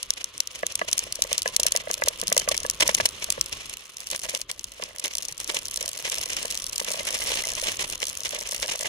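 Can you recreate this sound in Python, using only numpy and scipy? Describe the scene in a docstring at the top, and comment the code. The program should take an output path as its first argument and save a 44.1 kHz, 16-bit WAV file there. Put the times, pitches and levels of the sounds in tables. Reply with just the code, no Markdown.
"""Sharp ticks and dull knocks rattle up the camera mount of a mountain bike rolling down a dry dirt trail.
Later the bike gathers speed and the tyres crunch through loose grit: the looser the ground, the more
stones the tread kicks up, and the ground noise ducks in a short hop before a landing.
Frame rumble and a rush of air lie underneath. The hits and grit are coloured by the mount and by the
small camera's plastic case, which rings differently at each of its two microphone ports."""
import sys
import numpy as np
from scipy import signal
from scipy.fft import rfft, irfft
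from scipy.io import wavfile

SR = 44100
rng = np.random.default_rng(int(sys.argv[2]) if len(sys.argv) > 2 else 0)


def transcribe(signal):
    """Save signal, clipped to [-1, 1], as a 16-bit WAV file at the path in sys.argv[1]."""
    frames = np.atleast_2d(signal).T
    limited = np.clip(frames, -1, 1)
    pcm = np.round(limited * 32767).astype(np.int16)
    wavfile.write(sys.argv[1], SR, pcm)


N = 391608

# the trail under the tyres: t/s, loose grit/dB, fine dirt/dB, bumpiness/dB, frame shake/dB
TRAIL = [(0, -47, -50, -76, -62), (.45, -43.5, -47, -65, -60), (.8, -40, -38, -57, -59),
         (2.5, -38, -43.5, -46.5, -53), (3.45, -39.5, -40.5, -75, -52), (3.73, -41, -44, -68, -59),
         (3.9, -42, -51, -73, -65.5), (4.25, -34.5, -43.5, -43, -61), (4.6, -45.5, -50.5, -63, -59),
         (4.92, -44, -45.5, -49, -64.5), (5.15, -37.5, -43, -54, -60.5), (5.92, -36.5, -47, -46.5, -56.5),
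         (6.12, -33, -36, -41, -58), (6.45, -33.5, -34, -42, -53), (6.65, -35, -48, -60, -52.5),
         (6.92, -33.5, -37, -38.5, -58.5), (7.3, -31, -31.5, -44, -52), (7.75, -33.5, -36.5, -41.5, -50.5),
         (8.1, -36, -46, -51, -52.5), (8.6, -34, -34.5, -37.5, -58)]
# the pace of the ride: t/s, tread knob rate/Hz, air rush/dB
ROLLING = [(0, 22.1, -51.5), (1.2, 24.7, -50.5), (3.4, 24.9, -46.5), (3.9, 26.3, -54.5), (4.5, 25, -57.5),
           (5.6, 33, -52), (7.4, 54.2, -47), (8.88, 51.5, -54)]
# tyres landing in gravel: t/s, level/dB, length/ms, dip in the hop before/dB (negative: a swell)
LANDINGS = [(.788, -35, 12, 9), (2.409, -35, 12, -1), (2.509, -25, 13, 5), (2.542, -28.5, 7.8, -2),
            (2.798, -21.5, 14.3, -1), (2.819, -17.5, 10.8, 2), (2.890, -23, 7.1, -10.5),
            (2.974, -31, 8.8, 0), (2.999, -27, 12, -6), (3.052, -24.5, 7.5, -4), (4.099, -38, 36, 1),
            (4.140, -34, 15, -5), (4.24, -35, 13.5, 4), (4.285, -32.5, 6.7, -1), (4.338, -33.5, 23, -3),
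            (4.492, -32.5, 9.6, 19), (4.808, -36.5, 17, 0.5), (5.039, -30.5, 23.4, 3),
            (5.390, -41.5, 29, 9), (5.486, -29, 19, 6), (5.541, -29.5, 27, -5), (5.805, -34.5, 8.8, -1),
            (6.040, -33.5, 37.6, -3.5), (6.111, -32, 21.6, -5), (6.325, -39, 16.8, 1.5),
            (6.794, -32.5, 9.3, 1), (6.865, -34.5, 27, 4.5), (7.064, -31, 22, 7.5), (7.211, -33.5, 16, 0),
            (7.26, -34.5, 41, -1), (7.312, -27.5, 8.5, 0.5), (7.650, -33, 48, 0), (7.799, -32.5, 29, 5),
            (8.015, -27.5, 14.8, 9), (8.241, -32, 31, 0.5), (8.620, -30, 26, 5), (8.707, -31, 19, 4)]
# modes of the plastic case: f/Hz, width/Hz, left port/dB, right port/dB
CASE_MODES = [(560, 230, 3, 3), (1016, 250, 0.5, 4), (1784, 810, 4, 7.5), (2163, 406, 13.5, 13.5),
              (2410, 328, 14, 14), (2952, 494, 2.5, 16.5), (3203, 292, 15, 20.5), (3376, 586, 11, 15),
              (4200, 360, 11, 7.5), (4630, 183, 4, 10.5), (5160, 570, 11.5, -9), (5796, 410, 14.5, -8),
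              (6090, 440, 6, 12), (6560, 455, 16, -16), (7380, 560, -8, 10.5), (7920, 310, 11.5, 9.5),
              (8640, 690, 2, 7), (9601, 637, 18, 12), (9574, 415, 20.5, 14), (10760, 1020, -0.5, 12.5),
              (12730, 4400, 0, 0), (15100, 560, 0, 4.5)]
# modes of the mount: f/Hz, width/Hz, left port/dB, right port/dB
MOUNT_MODES = [(182, 19, 5.5, 5.5), (334, 16, -4, 8.5), (473, 46, 11.5, -4), (486, 13, 13.5, 8.5),
               (501, 113, 16, 19), (636, 131, 21, 21.5), (687, 250, 8.5, -10), (920, 174, 15, 12.5),
               (1175, 58, 12, 14.5), (1702, 67, 20.5, 10), (2015, 123, -5, 21), (2350, 310, 6, 14.5),
               (2900, 400, 4, 12), (3820, 1000, 6, -18), (6300, 3900, 3.5, -11)]

CASE_LAG_MS, MOUNT_LAG_MS = 0.2178, 0.32   # the right port hears each body this much later
RING_SIZE, TICK_SPAN_MS = 1536, 6.3   # samples in a body's ring; span that sets a tick's level
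LOOSE_GRIT_DB = -34   # grit level that counts as loose ground


def from_db(db):
    """Decibels to gain."""
    return 10 ** (np.asarray(db) / 20)


def rms_one(x):
    """Scale to rms 1."""
    return x / np.sqrt(np.mean(x ** 2) + 1e-20)


def level_over(sound, ms):
    """Rms of a short stereo sound if all its energy fell within ms."""
    return np.sqrt(np.sum(sound ** 2) / 2 / (ms / 1000 * SR) + 1e-20)


def in_time(rows):
    """Each column of an automation table, sample by sample."""
    times, *columns = np.transpose(rows)
    return [np.interp(np.arange(N) / SR, times, column) for column in columns]


def add(out, s, sound):
    """Mix a sound into the stereo track at time s."""
    i = int(np.clip(round(s * SR), 0, N - 1))
    out[:, i:i + sound.shape[1]] += sound[:, :N - i]


def butter(kind, hz, order=2):
    """A Butterworth filter as a function."""
    sos = signal.butter(order, np.clip(hz, 10, .45 * SR), kind, fs=SR, output="sos")
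    return lambda x: signal.sosfilt(sos, x)


def drift(rate_hz):
    """Smooth random modulation, rms 1."""
    hz = np.fft.rfftfreq(N, 1 / SR)
    return rms_one(irfft(rfft(rng.standard_normal(N)) / (1 + (hz / rate_hz) ** 2), N))


def port_noise(size, apart):
    """Noise common to both ports, widened by `apart` times a noise of each port's own."""
    return rng.standard_normal(size) + apart * rng.standard_normal((2, size))


def coloured_noise(spectrum, apart):
    """Steady stereo noise of a given spectrum, rms 1."""
    hz, db = np.transpose(spectrum)
    log_hz = np.log(np.fft.rfftfreq(N, 1 / SR) + 1e-9)
    colour = from_db(np.interp(log_hz, np.log(hz), db, left=-25, right=-70))
    return rms_one(irfft(rfft(port_noise(N, apart)) * colour, N))


def body_ring(modes, lag_ms, vary_db=0):
    """A tapped body rings at the two ports; each spot tapped reweights its modes by about vary_db."""
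    hz, width, left_db, right_db = np.transpose(modes)
    t = np.arange(RING_SIZE) / SR - np.array([[0], [lag_ms / 1000]])
    spot_db = vary_db * rng.standard_normal(len(hz))
    polarity = (-1) ** np.arange(len(hz))
    gains = from_db([left_db + spot_db, right_db + spot_db]) * width * polarity
    age = np.maximum(t, 0)[:, None]
    rings = np.exp(-np.pi * width[:, None] * age) * np.sin(2 * np.pi * hz[:, None] * age)
    return rms_one((gains[..., None] * rings).sum(axis=1))


def drive(body, force):
    """A force sets a body ringing."""
    return signal.fftconvolve(np.atleast_2d(force), body, axes=1)


def air_rush():
    """A smooth bed of air rushing past the camera."""
    # spectrum of the rush: f/Hz, level/dB
    spectrum = [(150, -23), (350, -6), (520, 12.5), (750, -6), (1100, 12.5), (1600, 2), (2200, 4.5),
                (3100, 12), (4500, 2.5), (9000, -58)]
    _, rush_db = in_time(ROLLING)
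    return from_db(rush_db) * coloured_noise(spectrum, apart=0.82)


def frame_rumble(gain_db=1.0, lumpy_db=3.0):
    """The frame shakes: a lumpy low end, alike at both ports."""
    # spectrum of the shaking frame: f/Hz, level/dB
    spectrum = [(20, 3.5), (33, -14), (46, 4), (60, -3.5), (100, -5), (150, -12), (250, -13.5),
                (400, -11.5), (800, -47)]
    *_, shake_db = in_time(TRAIL)
    return from_db(shake_db + gain_db + lumpy_db * drift(12)) * coloured_noise(spectrum, apart=0.024)


def tyre_thumps(decay_s=0.0063, gain_db=6.5):
    """A tyre squashes on a bump and rings softly for a few cycles."""
    # tyre squashes: t/s, level/dB, f/Hz
    squashes = [(2.284, -45.5, 189), (2.641, -48, 298), (2.822, -39.5, 313), (2.973, -49, 234),
                (3.388, -46, 117), (5.036, -50.5, 317), (5.313, -52.5, 144), (5.484, -47, 315)]
    out, t = np.zeros((2, N)), np.arange(4 * RING_SIZE) / SR
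    swell = t / decay_s * np.exp(1 - t / decay_s)
    for s, db, hz in squashes:
        thump = swell * np.sin(2 * np.pi * hz * t)
        add(out, s, from_db(db + gain_db) * thump[None])
    return out


def metal_pings(apart_rad=0.5):
    """Now and then a bump leaves a metal part ringing."""
    # ringing bike parts: t/s, peak level/dB, f/Hz, t60/s
    rings = [(1.458, -33, 1020, 0.14), (2.404, -33, 3080, 0.13), (2.486, -23, 1140, 0.069),
             (2.854, -31, 960, 0.067), (7.006, -30, 2090, 0.056), (7.217, -30, 2060, .06),
             (7.439, -24, 2060, 0.047)]
    out, t = np.zeros((2, N)), np.arange(5 * RING_SIZE) / SR
    for s, db, hz, t60 in rings:
        tone = np.sin(2 * np.pi * hz * t - [[0], [apart_rad]])
        add(out, s, from_db(db - 60 * t / t60) * tone)
    return out


def knob_count():
    """Running count of tread knobs meeting the ground, at a slightly uneven pace."""
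    knob_hz, _ = in_time(ROLLING)
    return np.cumsum(knob_hz * (1 + 0.18 * drift(12.3))) / SR


def tread_pressure(knobs, sharpness=2.1, uneven_db=3.5, floor=0.41):
    """Each tread knob presses on the ground in a short swell; rms 1."""
    swell = np.exp(sharpness * (np.cos(2 * np.pi * knobs) - 1))
    return rms_one(floor + swell * from_db(uneven_db * drift(18)))


def looseness(grit_db):
    """How freely the ground gives up stones: 1 on loose grit."""
    return from_db(grit_db - LOOSE_GRIT_DB)


def tyre_grip(lead_ms=32.7, half_width_ms=20):
    """Gain on the ground noise just before each landing: it ducks as the tyre hops, or else swells."""
    ms, gain_db = np.arange(N) / SR * 1000, np.zeros(N)
    for s, _, _, dip_db in LANDINGS:
        from_hop = (ms - 1000 * s + lead_ms) / half_width_ms
        gain_db -= dip_db / (1 + from_hop ** 4)
    return from_db(gain_db)


def grains(modes, lag_ms, per_s, level_db, spread_db, chatter_ms, vary_db, count=32):
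    """Small random impacts on a body, drawn from a pool of hits that vary in chatter and colour."""
    out, ms = np.zeros((2, N)), np.arange(RING_SIZE // 4) / SR * 1000
    pool = []
    for length_ms in chatter_ms * rng.uniform(0.3, 1.77, count):
        force = port_noise(len(ms), apart=0.52) * np.exp(-ms / length_ms)
        hit = drive(body_ring(modes, lag_ms, vary_db), force)
        pool.append(hit / level_over(hit, TICK_SPAN_MS))
    chance, size, pick = rng.random(N), rng.standard_normal(N), rng.integers(0, count, N)
    for i in np.flatnonzero(chance < per_s / SR):
        add(out, i / SR, from_db(level_db[i] + spread_db * min(size[i], 1.6)) * pool[pick[i]])
    return out


def rolling_tyres(case, knobs, scuff_db=-5.5, fine_db=-2.5, patchy_db=6.0):
    """The tread scuffs through grit and dirt, flicking up small stones and jiggling the mount."""
    grit_db, dirt_db, bump_db, _ = in_time(TRAIL)
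    pressure = tread_pressure(knobs)
    sand = port_noise(N, apart=0.81) * from_db(9.6 * drift(270))
    scuff = from_db(grit_db + scuff_db) * pressure * rms_one(drive(case, sand)[:, :N])
    dull_case = butter("low", 2800, order=1)(case)
    dirt_gain = from_db(dirt_db + fine_db + patchy_db * drift(24)) * np.sqrt(pressure)
    dirt = dirt_gain * rms_one(drive(dull_case, port_noise(N, apart=0.76))[:, :N])
    stones = grains(CASE_MODES, CASE_LAG_MS, per_s=110 * looseness(grit_db), level_db=grit_db - 6,
                    spread_db=3, chatter_ms=0.73, vary_db=3.0)
    jiggle = grains(MOUNT_MODES, MOUNT_LAG_MS, per_s=65, level_db=bump_db + 3.5,
                    spread_db=4, chatter_ms=1.36, vary_db=1.5)
    return scuff + dirt + stones + butter("low", 1500, order=1)(jiggle)


def gravel_crunches(case, mount, grain_db=7.0, soft_hz=3200, mount_db=-11, gain_db=4.0):
    """Gravel gives way under a landing tyre in a swell of tiny fractures."""
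    out, size = np.zeros((2, N)), 3 * RING_SIZE
    ms = np.arange(size) / SR * 1000
    body = rms_one(butter("low", soft_hz, order=1)(case)) + from_db(mount_db) * mount
    for s, db, length_ms, _ in LANDINGS:
        age = ms / length_ms
        swell = age * np.exp(-(age / 0.8) ** 2)
        fractures = from_db(grain_db * np.repeat(rng.standard_normal(size // 32), 32))
        crunch = drive(body, port_noise(size, apart=1.0) * fractures * swell)
        add(out, s, from_db(db + gain_db) * crunch / level_over(crunch, length_ms))
    return out


def mount_knocks(mount, rub=0.11, rub_ms=2.55, rebound_s=0.031, rebound_db=-19, hard_db=-19, hard_hz=2700):
    """The mount takes up its play with a bump and a brief rub, then falls back once."""
    # knocks of the mount over bumps: t/s, level/dB
    bumps = [(.6315, -21), (.8146, -21.5), (1.067, -35.5), (1.189, -32), (1.2476, -33), (1.316, -27.5),
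             (1.4583, -23), (1.5954, -27), (1.6536, -29.5), (1.7493, -24.5), (1.8717, -26), (1.9015, -28),
             (2.0204, -21), (2.0736, -23), (2.2285, -30), (2.3185, -22.5), (2.3662, -20.5), (2.476, -23),
             (2.5127, -23.5), (2.6485, -25.5), (2.8235, -23), (2.8903, -20.5), (3.0003, -20.5),
             (3.0535, -26), (3.2872, -34.5), (3.3782, -29), (4.1259, -37), (4.1438, -36), (4.3386, -32),
             (4.7972, -33.5), (4.826, -34), (5.4998, -36), (5.5415, -32), (5.812, -34), (6.4497, -33.5),
             (6.8133, -31.5), (6.882, -38), (6.9056, -32), (7.005, -30.5), (7.3002, -34), (7.626, -31.5),
             (8.331, -30.5)]
    rebounds = [(s + rebound_s, db + rebound_db) for s, db in bumps]
    out, ms = np.zeros((2, N)), np.arange(RING_SIZE) / SR * 1000
    hollow = butter("band", [420, 800])   # this band sets a knock's level
    for s, db in bumps + rebounds:
        force = rub * port_noise(RING_SIZE, apart=0.31) * np.exp(-(ms / rub_ms) ** 2)
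        force[:, 0] += 1
        cutoff_hz = max(hard_hz * from_db(db - hard_db), 900)   # hard knocks clack, light ones thud
        knock = butter("low", cutoff_hz)(drive(mount, force))
        add(out, s, from_db(db) * knock / level_over(hollow(knock), ms=4.46))
    return out


def evened(force, share=0.12):
    """Flatten a force's spectrum a little: a hard contact drives all pitches about equally."""
    spectrum = rfft(force)
    return irfft(spectrum / (abs(spectrum) + 1e-3) ** share, force.shape[-1])


def ticks(case, hits, body_db, chatter=0.2, graze_db=-25, graze_ms=0.5, tail_db=-32, tail_ms=9):
    """A hard contact grazes, hits, chatters and leaves a faint rattle, all ringing through the case."""
    out, lead = np.zeros((2, N)), RING_SIZE // 6
    ms = (np.arange(RING_SIZE) - lead) / SR * 1000
    low, high = butter("low", 4300, order=4), butter("high", 4300, order=4)
    soften = butter("low", 13000)
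    graze = from_db(graze_db) * np.exp(-abs(ms) / graze_ms)
    tail = from_db(tail_db) * np.exp(-abs(ms) / tail_ms)
    for s, db, chatter_ms in hits:
        decay = np.exp(-(abs(ms) / chatter_ms) ** 1.3) + tail
        force = chatter * port_noise(RING_SIZE, apart=1.0) * np.where(ms < 0, graze, decay)
        force[:, lead] += 1
        tick = soften(drive(case, evened(force)))
        treble, body = high(tick), low(tick)
        treble = treble / level_over(treble, TICK_SPAN_MS)
        body = from_db(body_db) * body / level_over(body, TICK_SPAN_MS)
        add(out, s - lead / SR, from_db(db) * (treble + body))
    return out


def kicked_stones(case, knobs, kick_share=0.6, loose_kick_db=-29, follow_grit=0.24, spread_db=2.5):
    """Tread knobs kick stones against the bike, more often and a little harder on looser ground."""
    at = np.flatnonzero(np.diff(np.floor(knobs)) > 0)
    grit_db = in_time(TRAIL)[0][at]
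    chance, size, length = rng.random((len(at), 3)).T
    db = loose_kick_db + follow_grit * (grit_db - LOOSE_GRIT_DB) + spread_db * (2 * size - 1)
    chatter_ms = 1.33 * (0.5 + length)
    hits = np.transpose([at / SR, db, chatter_ms])
    kicked = chance < kick_share * looseness(grit_db)
    return ticks(case, hits[kicked], body_db=-21.0)


def bike_rattle(case):
    """Stones and rattling parts send sharp, bright ticks into the case."""
    # hard contacts on the bike: t/s, treble level/dB, chatter/ms
    hits = [(0.0287, -25.5, 2.1), (0.1046, -14.5, 1.3), (0.2422, -23, 0.9), (0.403, -15.5, 1.16),
            (0.4729, -28.0, 1.4), (0.666, -20.5, 1.3), (0.7542, -19, 1.5), (0.914, -29, 0.87),
            (0.929, -14.0, 2.4), (0.9791, -19, 1.2), (0.9917, -18, 0.61), (1.1238, -23.5, 1.2),
            (1.153, -35, 0.34), (1.2205, -12.5, 1.9), (1.329, -16.5, 0.78), (1.3797, -17.5, 1.6),
            (1.4196, -23.0, 0.73), (1.477, -22, 0.65), (1.5633, -12, 1.9), (1.598, -17.5, 4.0),
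            (1.632, -16, 1.9), (1.6653, -12.5, 2.1), (1.7208, -16, 1.3), (1.7621, -15.0, 1.4),
            (1.912, -21, 0.94), (1.9408, -21.5, 0.49), (2.0373, -21.5, 1), (2.0836, -12.5, 2.4),
            (2.2145, -22.5, 0.33), (2.271, -25, 1), (2.2796, -20, 1), (2.3258, -13.5, 1.7),
            (2.3658, -20, 0.73), (2.3774, -10, 1.9), (2.3975, -22.0, 1.3), (2.488, -16, 3),
            (2.5772, -20, 0.7), (2.6988, -15.5, 0.85), (2.806, -16.0, 2.2), (2.8768, -15.5, 2.3),
            (2.9474, -10, 1.8), (3.0555, -12.0, 4.5), (3.2426, -24, 0.79), (3.3026, -15.5, 1.6),
            (3.324, -24.5, 1), (3.4112, -14.5, 1.2), (4.1015, -28.5, 2), (4.1609, -26.5, 1.3),
            (4.2945, -26, 2.8), (4.349, -22.5, 1.5), (4.4145, -26.5, 1.4), (4.5138, -26, 0.9),
            (4.5934, -32.0, 0.64), (4.642, -27.5, 1.5), (4.8369, -28, 1.3), (4.9961, -27.5, 2.9),
            (5.0402, -25, 3.9), (5.057, -25.5, 2.3), (5.1522, -24.0, 1.5), (5.1822, -24.0, 2.7),
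            (5.2235, -30.5, 1), (5.4008, -27, 1.6), (5.4437, -30, 1.3), (5.545, -24.5, 3.3),
            (5.7595, -25.5, 1.4), (5.7731, -27.0, 0.81), (5.8083, -26.5, 2.8), (5.8785, -26, 2.1),
            (6.1827, -25.5, 2.24), (6.3667, -29, 1.6), (6.5092, -25.0, 3.67), (6.552, -29.5, 1.1),
            (6.7575, -29, 4.6), (6.7799, -23, 1.24), (6.8, -25.5, 3), (6.9164, -25, 1), (7.1423, -27, 4.5),
            (7.5159, -37, 1.55), (8.021, -33, 4.0), (8.0703, -30, 1.2), (8.0919, -32, 1.47),
            (8.2044, -30, 1.57), (8.4034, -33, 3.5), (8.52, -27, 1.3), (8.8086, -27.5, 1.6)]
    return ticks(case, hits, body_db=-15.5)


def scene():
    """Hits in front, tyres on the ground behind them, and a bed of rumble and air."""
    case, mount = body_ring(CASE_MODES, CASE_LAG_MS), body_ring(MOUNT_MODES, MOUNT_LAG_MS)
    knobs = knob_count()
    hits = bike_rattle(case) + mount_knocks(mount) + gravel_crunches(case, mount)
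    accents = tyre_thumps() + metal_pings()
    bed = frame_rumble() + air_rush()
    ground = rolling_tyres(case, knobs) + kicked_stones(case, knobs)
    return bed + accents + tyre_grip() * ground + hits


def record(dry):
    """Soft clipping rounds the loudest ticks, and a steep low-pass cuts the top."""
    ceiling, cutoff_hz = 0.62, 15900
    rounded = ceiling * np.tanh(dry / ceiling)
    return signal.sosfilt(signal.ellip(10, .3, 75, cutoff_hz, fs=SR, output="sos"), rounded)


dry = scene()
out = record(dry)
transcribe(out)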